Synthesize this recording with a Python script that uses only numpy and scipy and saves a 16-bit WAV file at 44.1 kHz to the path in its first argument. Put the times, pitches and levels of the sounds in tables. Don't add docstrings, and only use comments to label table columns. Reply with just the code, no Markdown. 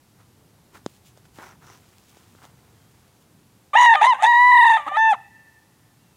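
import sys
import numpy as np
from scipy import signal
from scipy.fft import rfft, irfft
from scipy.io import wavfile
from scipy.ndimage import uniform_filter1d, minimum_filter1d, map_coordinates

SR = 44100
rng = np.random.default_rng(int(sys.argv[2]) if len(sys.argv) > 2 else 0)


def voltage_ratio(level):
    return 10 ** (np.asarray(level, float) / 20)


def store_pcm(level_fs):
    pcm = np.round(np.clip(level_fs, -1, 1) * 32767).astype(np.int16)
    wavfile.write(sys.argv[1], SR, np.atleast_2d(pcm).T)


N = 271656
T = np.arange(N) / SR

# (centre [Hz], width [Hz], level [dB])
THROAT = [(850, 180, 4), (1330, 570, -6.5), (1804, 500, -3.5), (2764, 140, -15), (3585, 330, -11.5),
          (6940, 2100, -28), (6340, 7400, -35), (8400, 1670, -38), (9800, 1000, -45.5)]
# (time [s], level drop [dB])
FLUTTER = [(3.780, 9.5), (3.801, 5.5), (3.821, -1.5), (3.838, 1.5), (3.856, 5.5), (3.946, 12.5), (4.654, 3),
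           (4.701, 2)]
FLUTTER_HALF_MS = 1.3


def read(table, silent=None):
    s, *columns = np.transpose(table)
    return [np.interp(T, s, c, left=silent, right=silent) for c in columns]


def sounding(table, fade_s=.003):
    return np.clip(np.minimum(T - table[0][0], table[-1][0] - T) / fade_s, 0, 1)


def bell(s, half_ms):
    return np.exp(-((T - s) / (half_ms / 1000)) ** 2)


def unit(x):
    return x / np.sqrt(np.mean(x ** 2))


def resonate(x, modes):
    out = 0
    for hz, width_hz, db in modes:
        edges_hz = [max(hz - width_hz / 2, 20), min(hz + width_hz / 2, SR / 2.1)]
        band = signal.butter(2, edges_hz, "band", fs=SR, output="sos")
        out = out + voltage_ratio(db) * signal.sosfilt(band, x)
    return out


def wobble(rate_hz):
    low = signal.butter(2, rate_hz, fs=SR, output="sos")
    return unit(signal.sosfilt(low, rng.standard_normal(N)))


def stack(hz, rough, partial_db, jitter=.09, shimmer_db=5):
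    wavering_hz = hz * (1 + jitter * rough * wobble(260))
    phase = 2 * np.pi * np.cumsum(wavering_hz) / SR
    out = 0
    for k, db in enumerate(partial_db):
        depth = rough * min(k + 1, 4) + .5 * (k > 1) + 0.19 * (k > 3)
        swing_db = shimmer_db * depth * np.minimum(wobble(65), .6)
        out = out + voltage_ratio(db + swing_db) * np.sin((k + 1) * phase + k * k)
    return np.sqrt(2) * out, phase


def yard():
    # (frequency [Hz], density [dB per Hz])
    yard_colour = [(15, -49.5), (25, -24.5), (108, -1.5), (326, -11.5), (476, -16.5), (641, -20),
                   (695, -18), (887, -18), (1260, -22.5), (2690, -27), (3720, -27), (12500, -30),
                   (16000, -35.5)]
    # (time [s], level [dB])
    traffic = [(0.0, -62), (0.17, -61.5), (0.47, -57), (0.66, -59.5), (1.06, -61), (1.53, -58.5),
               (1.9, -60.5), (2.96, -58.5), (3.7, -61.5)]
    yard_db = -57
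    hz = np.maximum(np.arange(N // 2 + 1) * SR / N, 1)
    colour_hz, colour_db = np.transpose(yard_colour)
    colour = voltage_ratio(np.interp(np.log(hz), np.log(colour_hz), colour_db))
    noise = rfft(rng.standard_normal(N)) * colour
    swell_db = read(traffic)[0]
    swell_db = swell_db - swell_db.mean()
    out = 0
    for octave in range(5, 15):
        band = np.clip(1 - np.abs(np.log2(hz) - octave), 0, 1)
        restless = np.clip((11 - octave) / 4, 0, 1)
        motion_db = restless * (1.3 * swell_db + 1.8 * wobble(1.8))
        out = out + irfft(noise * band, N) * voltage_ratio(motion_db)
    return unit(out) * voltage_ratio(yard_db)


def birds():
    # (time [s], length [s], start pitch [Hz], end pitch [Hz], level [dB])
    calls = [
        (2.752, 0.18, 3280, 3200, -75.5),
        (5.979, 0.192, 2800, 2640, -75),
    ]
    out = 0
    for s, length_s, start_hz, end_hz, db in calls:
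        done = np.clip((T - s) / length_s, 0, 1)
        whistle, _ = stack(start_hz + (end_hz - start_hz) * done, 0.2, [0])
        out = out + voltage_ratio(db) * np.sin(np.pi * done) ** 0.288 * whistle
    return out


def trees(voice):
    # (centre [Hz], width [Hz], level [dB], T60 [s])
    trunks = [(910, 310, -16.5, 1.8), (1900, 270, -4.5, 1.88), (2780, 500, -0.5, 1.4),
              (5000, 5000, -2.5, 1)]
    sway_ms, sway_hz = .05, 14
    t = T[:int(1.6 * SR)]
    near = voltage_ratio(-51) * rng.standard_normal(len(t)) * voltage_ratio(-60 * t / .12) * (t > .002)
    shed = voltage_ratio(-51) * rng.standard_normal(len(t)) * voltage_ratio(-60 * t / 0.34) * (t > .03)
    scatter = rng.standard_normal(len(t))
    far = 0
    for hz, width_hz, db, t60_s in trunks:
        far = far + resonate(scatter, [(hz, width_hz, db)]) * voltage_ratio(-60 * t / t60_s)
    far = voltage_ratio(-60.0) * far * np.clip(t / 0.057, 0, 1) * voltage_ratio(1.2 * wobble(7.3)[:len(t)])
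    late = signal.fftconvolve(voice, shed + far)[:N]
    swayed_s = T + sway_ms / 1000 * wobble(sway_hz)
    late = map_coordinates(late, [swayed_s * SR], mode="mirror")
    return signal.fftconvolve(voice, near)[:N] + late


def rustle(s, hold_s):
    rise_db_s, settle_db_s = 712, 465
    early_s, late_s = np.clip(s - T, 0, None), np.clip(T - s - hold_s, 0, None)
    return voltage_ratio(-rise_db_s * early_s - settle_db_s * late_s)


def leaves():
    # (time [s], hold [s], crunch [dB], hiss [dB])
    rustles = [(0.203, 0.0037, -57.5, -68), (0.749, 0.021, -51, -55.5), (0.861, 0.11, -73, -62.5),
               (1.058, 0.029, -78, -56.5), (1.175, .005, -63, -63), (1.253, .005, -64, -64),
               (1.35, 0.12, -80, -59.5), (1.394, 0.051, -46, -75), (1.465, 0.063, -54.5, -65.5),
               (1.626, 0.059, -56.5, -63), (1.686, 0.063, -58.5, -66), (1.72, 0.74, -68, -65),
               (2.087, 0.02, -80, -66), (2.174, 0.03, -67, -69.5), (2.377, .005, -69, -80),
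               (2.439, 0.0094, -53.5, -59), (2.5, 0.59, -68, -70), (3.152, .005, -75, -70.5),
               (3.215, .003, -73, -65)]
    # (centre [Hz], width [Hz], level [dB])
    crunch_ring = [(455, 300, 15), (900, 350, 12), (1246, 880, 15), (1810, 490, -1)]
    # (centre [Hz], width [Hz], level [dB])
    hiss_ring = [(3630, 2600, 9), (5960, 3900, 8), (8640, 4600, 0.5), (14300, 3900, 2.5)]
    # (time [s], hold [s], level [dB])
    curls = [
        (1.43, 0.078, -61.5),
        (1.65, .11, -61.5),
    ]
    # (centre [Hz], width [Hz], level [dB])
    curl_ring = [(5840, 860, 0)]
    size = voltage_ratio(2.8 * rng.exponential(size=(2, N)))
    cracks = rng.standard_normal((2, N)) * size * (rng.random((2, N)) < .3)
    crunch = unit(resonate(cracks[0], crunch_ring)) * voltage_ratio(1.8 * wobble(50))
    hiss = unit(resonate(cracks[1], hiss_ring)) * voltage_ratio(0.3 * wobble(43))
    curl = unit(resonate(cracks[0], curl_ring))
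    out = 0
    for s, hold_s, crunch_db, hiss_db in rustles:
        out = out + rustle(s, hold_s) * (voltage_ratio(crunch_db) * crunch + voltage_ratio(hiss_db) * hiss)
    for s, hold_s, db in curls:
        out = out + rustle(s, hold_s) * voltage_ratio(db) * curl
    return out


def snaps():
    # (time [s], peak [dB], ring [Hz])
    leaf_snaps = [(1.392, -38, 840), (1.418, -34, 850), (1.426, -29, 980), (1.432, -34, 1400),
                  (1.443, -38, 993), (1.467, -34, 980), (1.491, -35.5, 1380), (1.51, -44, 1350),
                  (1.555, -46, 900), (1.622, -42, 990), (1.641, -43, 1390), (1.683, -40, 1070),
                  (1.692, -41, 1290), (1.704, -41.5, 1020), (1.754, -43, 1000), (2.441, -40, 813)]
    t60_s, rise_s, gain_db = 0.018, .0012, -1
    out, t = np.zeros(N), T[:900]
    decay = voltage_ratio(-60 * t / t60_s)
    for s, db, hz in leaf_snaps:
        grit = .3 * rng.standard_normal(len(t)) * decay
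        ring = np.sin(2 * np.pi * hz * t) + grit
        i = int(s * SR)
        out[i:i + len(t)] += voltage_ratio(db + gain_db) * decay * np.minimum(t / rise_s, 1) * ring
    return out


def taps():
    # (time [s], peak [dB], body [Hz], crack [dB], push [dB])
    case_taps = [
        (0.859, -18.5, 384, -15.5, -2.5),
        (1.171, -45.5, 710, -12, -10),
        (1.383, -36, 396, -16, 1),
        (2.167, -45, 477, -15, -1),
        (2.347, -48.5, 425, -16, -1),
        (2.449, -44.5, 814, -7.5, 3),
    ]
    tick_ring = [(3640, 700, 8.4), (5200, 620, 9.6), (6400, 1060, 8.4), (8300, 1300, 1.7)]
    out, t = np.zeros(N), T[:1200]
    push = -1.2 * np.sin(np.pi * np.clip(t / 0.00055, 0, 1))
    late = np.clip(t - .0004, 0, None)
    for s, db, hz, crack_db, push_db in case_taps:
        cycles = hz * late * np.exp(-late / 0.012)
        swing = 2.06 * np.sin(2 * np.pi * cycles) * np.exp(-late / 0.0016)
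        grit = 0.34 * rng.standard_normal(len(t)) * np.exp(-t / 0.0012)
        tick = resonate(3.6 * (t == 0) + grit, tick_ring)
        i = int((s + 0.0033) * SR)
        out[i:i + len(t)] += voltage_ratio(db) * (voltage_ratio(push_db) * push + swing + voltage_ratio(crack_db + 9.0) * tick)
    return signal.sosfilt(signal.butter(2, 90, "high", fs=SR, output="sos"), out)


def beak_thumps():
    # (time [s], half length [ms], pitch [Hz], level [dB])
    thumps = [
        (4.028, 10.5, 260, -45.5),
        (4.249, 11, 330, -51.5),
        (5.141, 5.9, 230, -49),
    ]
    out = 0
    for s, half_ms, hz, db in thumps:
        out = out + voltage_ratio(db) * bell(s, half_ms) * stack(hz + 0 * T, 0.31, [0, -4])[0]
    return out


def gulp():
    # (time [s], pitch [Hz], level [dB])
    gulp_curve = [(4.863, 269, -32), (4.872, 275.6, -38), (4.883, 308.7, -31), (4.893, 308, -38)]
    partial_db = [-11.5, -11.5, 2.5, 2.5, -16.5, -12.5, -21.5, -19.5, -19.0, -21, -19.5, -26.0, -32.0, -31.5]
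    hz, db = read(gulp_curve)
    tone, _ = stack(hz, 0.31, partial_db)
    breath = unit(resonate(rng.standard_normal(N), THROAT))
    return sounding(gulp_curve) * voltage_ratio(db) * (tone + 0.8 * breath)


def soft_voice():
    # (time [s], second partial [Hz], level [dB])
    stretches = [
        [(3.732, 1102, -26.5), (3.74, 1185, -22.5), (3.75, 1260, -23.5), (3.758, 1320, -22)],
        [(3.958, 1180, -22.5), (3.966, 1242, -24), (4.006, 1173, -27.5), (4.015, 1310, -22.5)],
        [(4.14, 1001, -27), (4.17, 1054, -46), (4.201, 1200, -38), (4.222, 1248, -30.5)],
        [(4.772, 1281, -28), (4.778, 1240, -27.5), (4.802, 1185, -35.5), (4.854, 1148, -45.5),
         (4.862, 1124, -33.5)],
        [(4.89, 1148, -32.5), (4.912, 1179, -36.5), (4.948, 1214, -27.5), (4.962, 1278, -25), (4.97, 1320, -29)],
    ]
    # (time [s], second partial [Hz], level [dB])
    last_fall = [(5.129, 1497, -35), (5.139, 1259, -28.5), (5.148, 1012, -33), (5.16, 777, -44)]
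    soft_rough = [.2, .12, .35, .27, .11, .2]
    # (multiple, level [dB])
    soft_partials = [(1, -13), (2, 2.5), (3, -6.5), (4, -16), (5, -17), (6, -23), (7, -42.5), (8, -48),
                     (9, -52.5), (10, -52.5), (11, -38), (12, -46)]
    # (time [s], length [s], pitch [Hz],
    # level [dB])
    undertones = [(3.939, 0.011, 1190, -22.5), (4.03, 0.008, 354, -12), (4.061, 0.016, 668.3, -25),
                  (4.257, 0.011, 688, -20), (4.663, 0.018, 1169, -36.5), (4.713, 0.042, 1162, -38.5),
                  (4.797, 0.016, 820, -29.5), (4.92, 0.014, 801.4, -28), (4.16, 0.023, 850, -38),
                  (4.198, 0.04, 825.3, -36.5), (4.868, 0.011, 814, -28.5), (4.981, 0.018, 1301, -41)]
    out = 0
    breath = unit(resonate(rng.standard_normal(N), THROAT))
    partial_db = [db for _, db in soft_partials]
    for part, rough in zip(stretches + [last_fall], soft_rough):
        second_hz, db = read(part)
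        tone, _ = stack(second_hz / 2, rough, partial_db)
        out = out + sounding(part) * voltage_ratio(db) * (tone + 2.0 * rough * breath)
    for s, length_s, hz, db in undertones:
        swell = np.exp(-(2 * (T - s) / length_s) ** 2)
        out = out + voltage_ratio(db) * swell * stack(hz + 0 * T, 0.82, [0])[0]
    return out


def roughness(notes):
    # (lock time [s], roughness before [0-1], tired roughness [0-1], last rattle [s])
    locking = [
        (3.865, .14, .2, .024),
        (4.07, .33, .04, .004),
        (4.27, .3, .15, .006),
        (4.975, .2, .04, -.002),
    ]
    locked_rough, last_rough, lock_s, tiring_power = .008, .55, .01, 6
    rough = np.zeros(N)
    for note, (locks, before, tired, last_s) in zip(notes, locking):
        start, end = note[0][0], note[-1][0]
        loose = before * np.clip((locks - T) / lock_s + .5, 0, 1)
        tiring = tired * np.clip((T - locks) / (end - locks), 0, 1) ** tiring_power
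        last = last_rough * np.clip((T - end + last_s) / lock_s + .5, 0, 1)
        rough += (T >= start) * (T <= end) * (locked_rough + np.maximum(loose + tiring, last))
    return rough


def sags():
    # (time [s], half length [ms], level drop [dB])
    slips = [(3.766, 4, 3.5), (3.897, 3.6, -2), (3.917, 3.44, -2), (3.952, 3, -1.5), (4.025, 2.2, 6.5),
             (4.039, 2, 8), (4.054, 2.6, 7), (4.062, 2.6, 6), (4.229, 2, 6.5), (4.254, 2.2, 3),
             (4.26, 2.99, 3), (4.661, 4, 3.5), (4.69, 3.4, 4), (4.729, 4.5, 2.5)]
    # (time [s], dip [Hz], half length [ms])
    warbles = [(4.312, 16.5, 5.9), (4.33, 60.6, 4.3), (4.352, 34, 5.5), (4.368, 25.6, 3.6),
               (4.383, 14.4, 6.8), (4.521, 56, 3.1), (4.551, 53.5, 3.95), (4.579, 66, 6.3), (4.618, 74, 11),
               (4.646, 88, 4.68), (4.682, 45.6, 10.1), (4.722, 26, 8.5), (4.751, 11, 7.5)]
    slip_hz_ms, kick_hz, sag_hz, sag_late_ms = 149.5, 67, 36.47, 6.6
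    dip, drop, warble = np.zeros(N), np.zeros(N), np.zeros(N)
    for s, drop_db in FLUTTER:
        kick = bell(s, FLUTTER_HALF_MS)
        sag = bell(s + sag_late_ms / 1000, FLUTTER_HALF_MS)
        dip += sag_hz * sag - kick_hz * kick
        drop += drop_db * kick
    for s, half_ms, drop_db in slips:
        slip = bell(s, half_ms)
        dip += slip_hz_ms / half_ms * slip
        drop += drop_db * slip
    for s, dip_hz, half_ms in warbles:
        warble += dip_hz * bell(s, half_ms)
    return dip + warble, drop, warble


def second_partial_chokes():
    # (time [s], half length [ms], level drop [dB])
    chokes = [(3.768, 2.5, 3.5), (3.784, 1, 6), (3.794, 1.5, 4), (3.811, 2, 6), (3.824, 1.1, 10),
              (3.831, 1.5, 3), (3.859, 0.92, 12.5), (3.92, 2, 5), (3.926, 1.5, 8.5), (4.485, 5.5, 3),
              (4.506, 6.7, 5), (4.542, 5, 2), (4.568, 5, 2.5), (4.616, 6, 3.5), (4.651, 2.34, 7.5),
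              (4.703, 1.76, 4), (5.101, 3, 13), (5.121, 3, 4)]
    choke_db, late_ms = 6.5, 0.46
    out = 0
    for s, _ in FLUTTER:
        out = out + choke_db * bell(s + late_ms / 1000, FLUTTER_HALF_MS)
    for s, half_ms, db in chokes:
        out = out + db * bell(s, half_ms)
    return out


def upper_partials(hz, level, strain, bright, dip):
    # (frequency [Hz], level [dB])
    middle_colour = [(2400, 0.5), (2700, 1), (2950, -6), (3300, -13), (3650, 1.5), (3800, -0.5), (3960, -7),
                     (4300, -20.5)]
    # (frequency [Hz], level [dB])
    brilliance = [(4400, -17.5), (4650, -4), (4900, -11), (5300, -2.5), (5850, -11), (6250, -4.5),
                  (6800, -5.5), (7200, -16.5), (7500, -3), (8000, -15.5), (8900, -7), (9800, -11),
                  (10700, -14.5), (11600, -23.5), (12300, -33), (13000, -28), (13700, -11), (14600, -13),
                  (15500, -28)]
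    # (time [s], third partial [dB], sixth and seventh [dB])
    tongue = [(3.755, 0.5, 3), (3.775, 18, 16.5), (3.82, 6.5, 13), (3.87, 7, 10.5), (3.90, 7.5, 1.5),
              (3.95, -4, 2), (4.02, 4.5, -2.5), (4.08, 0, -5.5), (4.107, 8.5, -1), (4.135, 2.5, -0.5),
              (4.28, -3.5, -2), (4.5, -3.5, -4), (4.62, 0, -11.5), (4.75, -0.5, -16), (4.99, -8, -3.5),
              (5.04, 2.5, 8), (5.09, 7, 3), (5.13, -8, -12.5)]
    break_db_per_hz_ms, top_per_level, full_db = 0.37, 1.8, -9.5
    middle = -22.5 + 0.44 * strain
    broken = break_db_per_hz_ms * np.minimum(np.abs(np.gradient(dip)) * SR / 1000, 12)
    top_loss = top_per_level * np.minimum(level - full_db, 0)
    third, sixth = read(tongue)
    out = []
    for k in range(3, 17):
        if k < 5:
            db = middle - 0.73 * broken + np.interp(k * hz, *np.transpose(middle_colour))
        else:
            db = bright - broken + np.interp(k * hz, *np.transpose(brilliance))
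        if k > 7:
            db = db + top_loss
        if k == 3:
            db = db + third
        if k in (6, 7):
            db = db + sixth
        out.append(db)
    return out


def hoarse_air(puffs):
    # (time [s], half length [ms], level re note [dB])
    scrapes = [
        (3.79, 21, -32),
        (3.83, 21, -27),
        (3.90, 41, -35),
        (4.035, 15, -26.5),
        (4.06, 8.1, -27),
        (4.24, 18.4, -28),
        (4.7, 50, -39.5),
    ]
    # (centre [Hz], width [Hz], level [dB])
    hoarse_ring = [(2800, 500, 1.5), (3700, 730, -3), (4580, 1500, -8), (6450, 1600, 2.5),
                   (8030, 1500, -8.5)]
    swell = sum(voltage_ratio(db) * bell(s, half_ms) for s, half_ms, db in scrapes)
    return unit(resonate(puffs, hoarse_ring)) * swell


def loud_voice():
    # (time [s], pitch [Hz], fundamental [dB], beak opening/second partial [dB], strain [dB])
    first_note = [(3.75, 700, -9.5, -21.5, -0.5), (3.757, 863, -3, -10, -3.5), (3.766, 952.5, -2.5, 1, -3),
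                  (3.80, 973.5, -9.5, -6, -0.5), (3.85, 968.3, -8, -4.5, 7.5), (3.887, 935.3, -11, 0.5, -5),
                  (3.92, 929.6, -10.5, -5.5, -3), (3.937, 883.8, -9.5, -6, -7),
                  (3.962, 802.6, -16.5, -16, 5)]
    # (time [s], pitch [Hz], fundamental [dB], beak [dB], strain [dB])
    second_note = [(4.011, 741.8, -13, -17.5, -2), (4.021, 859.3, -2.5, -17.5, 2),
                   (4.033, 898, -4, -13, 0.5), (4.058, 982.5, -11, -9.5, 10.5),
                   (4.084, 1045, -13.5, -7.5, 8), (4.103, 1001, -11.5, -15.5, 7),
                   (4.121, 952, -15, -10, -4.5), (4.137, 833, -12, -23, 4.5)]
    # (time [s], pitch [Hz], fundamental [dB], beak [dB], strain [dB])
    held_note = [(4.221, 732, -19, -13.5, 20.5), (4.243, 895, -3, -20.5, 3), (4.262, 936, -15, -3, 12),
                 (4.286, 962, -13.5, -3.5, 4), (4.491, 989.6, -11.5, -3, 1), (4.62, 982.4, -8, -3, 2),
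                 (4.70, 936, -11, -5, 5), (4.749, 900, -13, -6.5, 6.5), (4.774, 900, -18.5, -5.5, 2)]
    # (time [s], pitch [Hz], fundamental [dB], beak [dB], strain [dB])
    last_note = [(4.967, 777.3, -10.5, -39, 2), (4.972, 871, -14.5, -9, 0), (4.987, 880, -17.5, -2, 11.5),
                 (5.02, 892, -17, -0.5, 4), (5.081, 889.3, -15.5, -2.5, -2), (5.112, 864, -14, -12.5, 11),
                 (5.13, 787, -13.5, -30.5, 5.5), (5.135, 754, -19, -20, 1)]
    warble_db_per_hz, second_db_per_hz, strain_db_per_hz = 0.0765, 0.02, -0.0137
    notes = [first_note, second_note, held_note, last_note]
    hz, level, second, strain = read(sum(notes, []))
    rough = roughness(notes)
    dip, drop, warble = sags()
    hz = hz - dip
    strain = strain + strain_db_per_hz * dip
    bright = -36.5 + strain
    second = second - 0.6 * drop - second_partial_chokes() - second_db_per_hz * warble
    partial_db = [-warble_db_per_hz * warble, second] + upper_partials(hz, level, strain, bright, dip)
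    tone, phase = stack(hz, rough, partial_db)
    puffs = rng.standard_normal(N) * (1 + np.cos(phase)) * voltage_ratio(2.5 * wobble(120))
    rasp = unit(resonate(puffs, THROAT[:5])) * voltage_ratio(0.5)
    hiss = unit(resonate(puffs, THROAT[5:])) * voltage_ratio(bright - 4)
    share = np.clip(rough + np.clip(drop - 2, 0, None) * .035, 0, .95)
    hissing = np.minimum(.16 + 4 * share, 1)
    source = np.sqrt(1 - share ** 2) * tone + share * rasp + hissing * hiss + hoarse_air(puffs)
    gate = sum(sounding(note) for note in notes)
    return gate * voltage_ratio(level - drop) * source


def rooster():
    # (centre [Hz], width [Hz])
    pockets = [(5350, 400), (7350, 150)]
    voice_band = signal.butter(6, [540, 11400], "band", fs=SR, output="sos")
    voice = signal.sosfilt(voice_band, loud_voice() + soft_voice())
    voice = voice + gulp() + beak_thumps()
    for hz, width_hz in pockets:
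        voice = signal.lfilter(*signal.iirnotch(hz, hz / width_hz, fs=SR), voice)
    return voice


def scene():
    floor = yard()
    voice = rooster()
    crowing = 1 / (1 + voltage_ratio(-30.0) / (uniform_filter1d(np.abs(voice), size=3000) + 1e-9))
    top = signal.sosfiltfilt(signal.butter(4, 11000, "high", fs=SR, output="sos"), floor)
    floor = (1 - 0.2 * crowing) * floor - .2 * crowing * top
    mix = floor + birds() + trees(voice) + leaves() + snaps() + taps() + voice
    return mix[None]


def band_limit(x):
    return signal.sosfilt(signal.butter(12, 15830, fs=SR, output="sos"), x)


def record(dry):
    crest = uniform_filter1d(-minimum_filter1d(-np.abs(dry), size=400), size=200)
    held = dry * np.minimum(1, .71 / (crest + 1e-9))
    low_pass = signal.ellip(8, .2, 70, 15800, fs=SR, output="sos")
    return band_limit(signal.sosfilt(low_pass, held))


dry = scene()
out = record(dry)
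store_pcm(out)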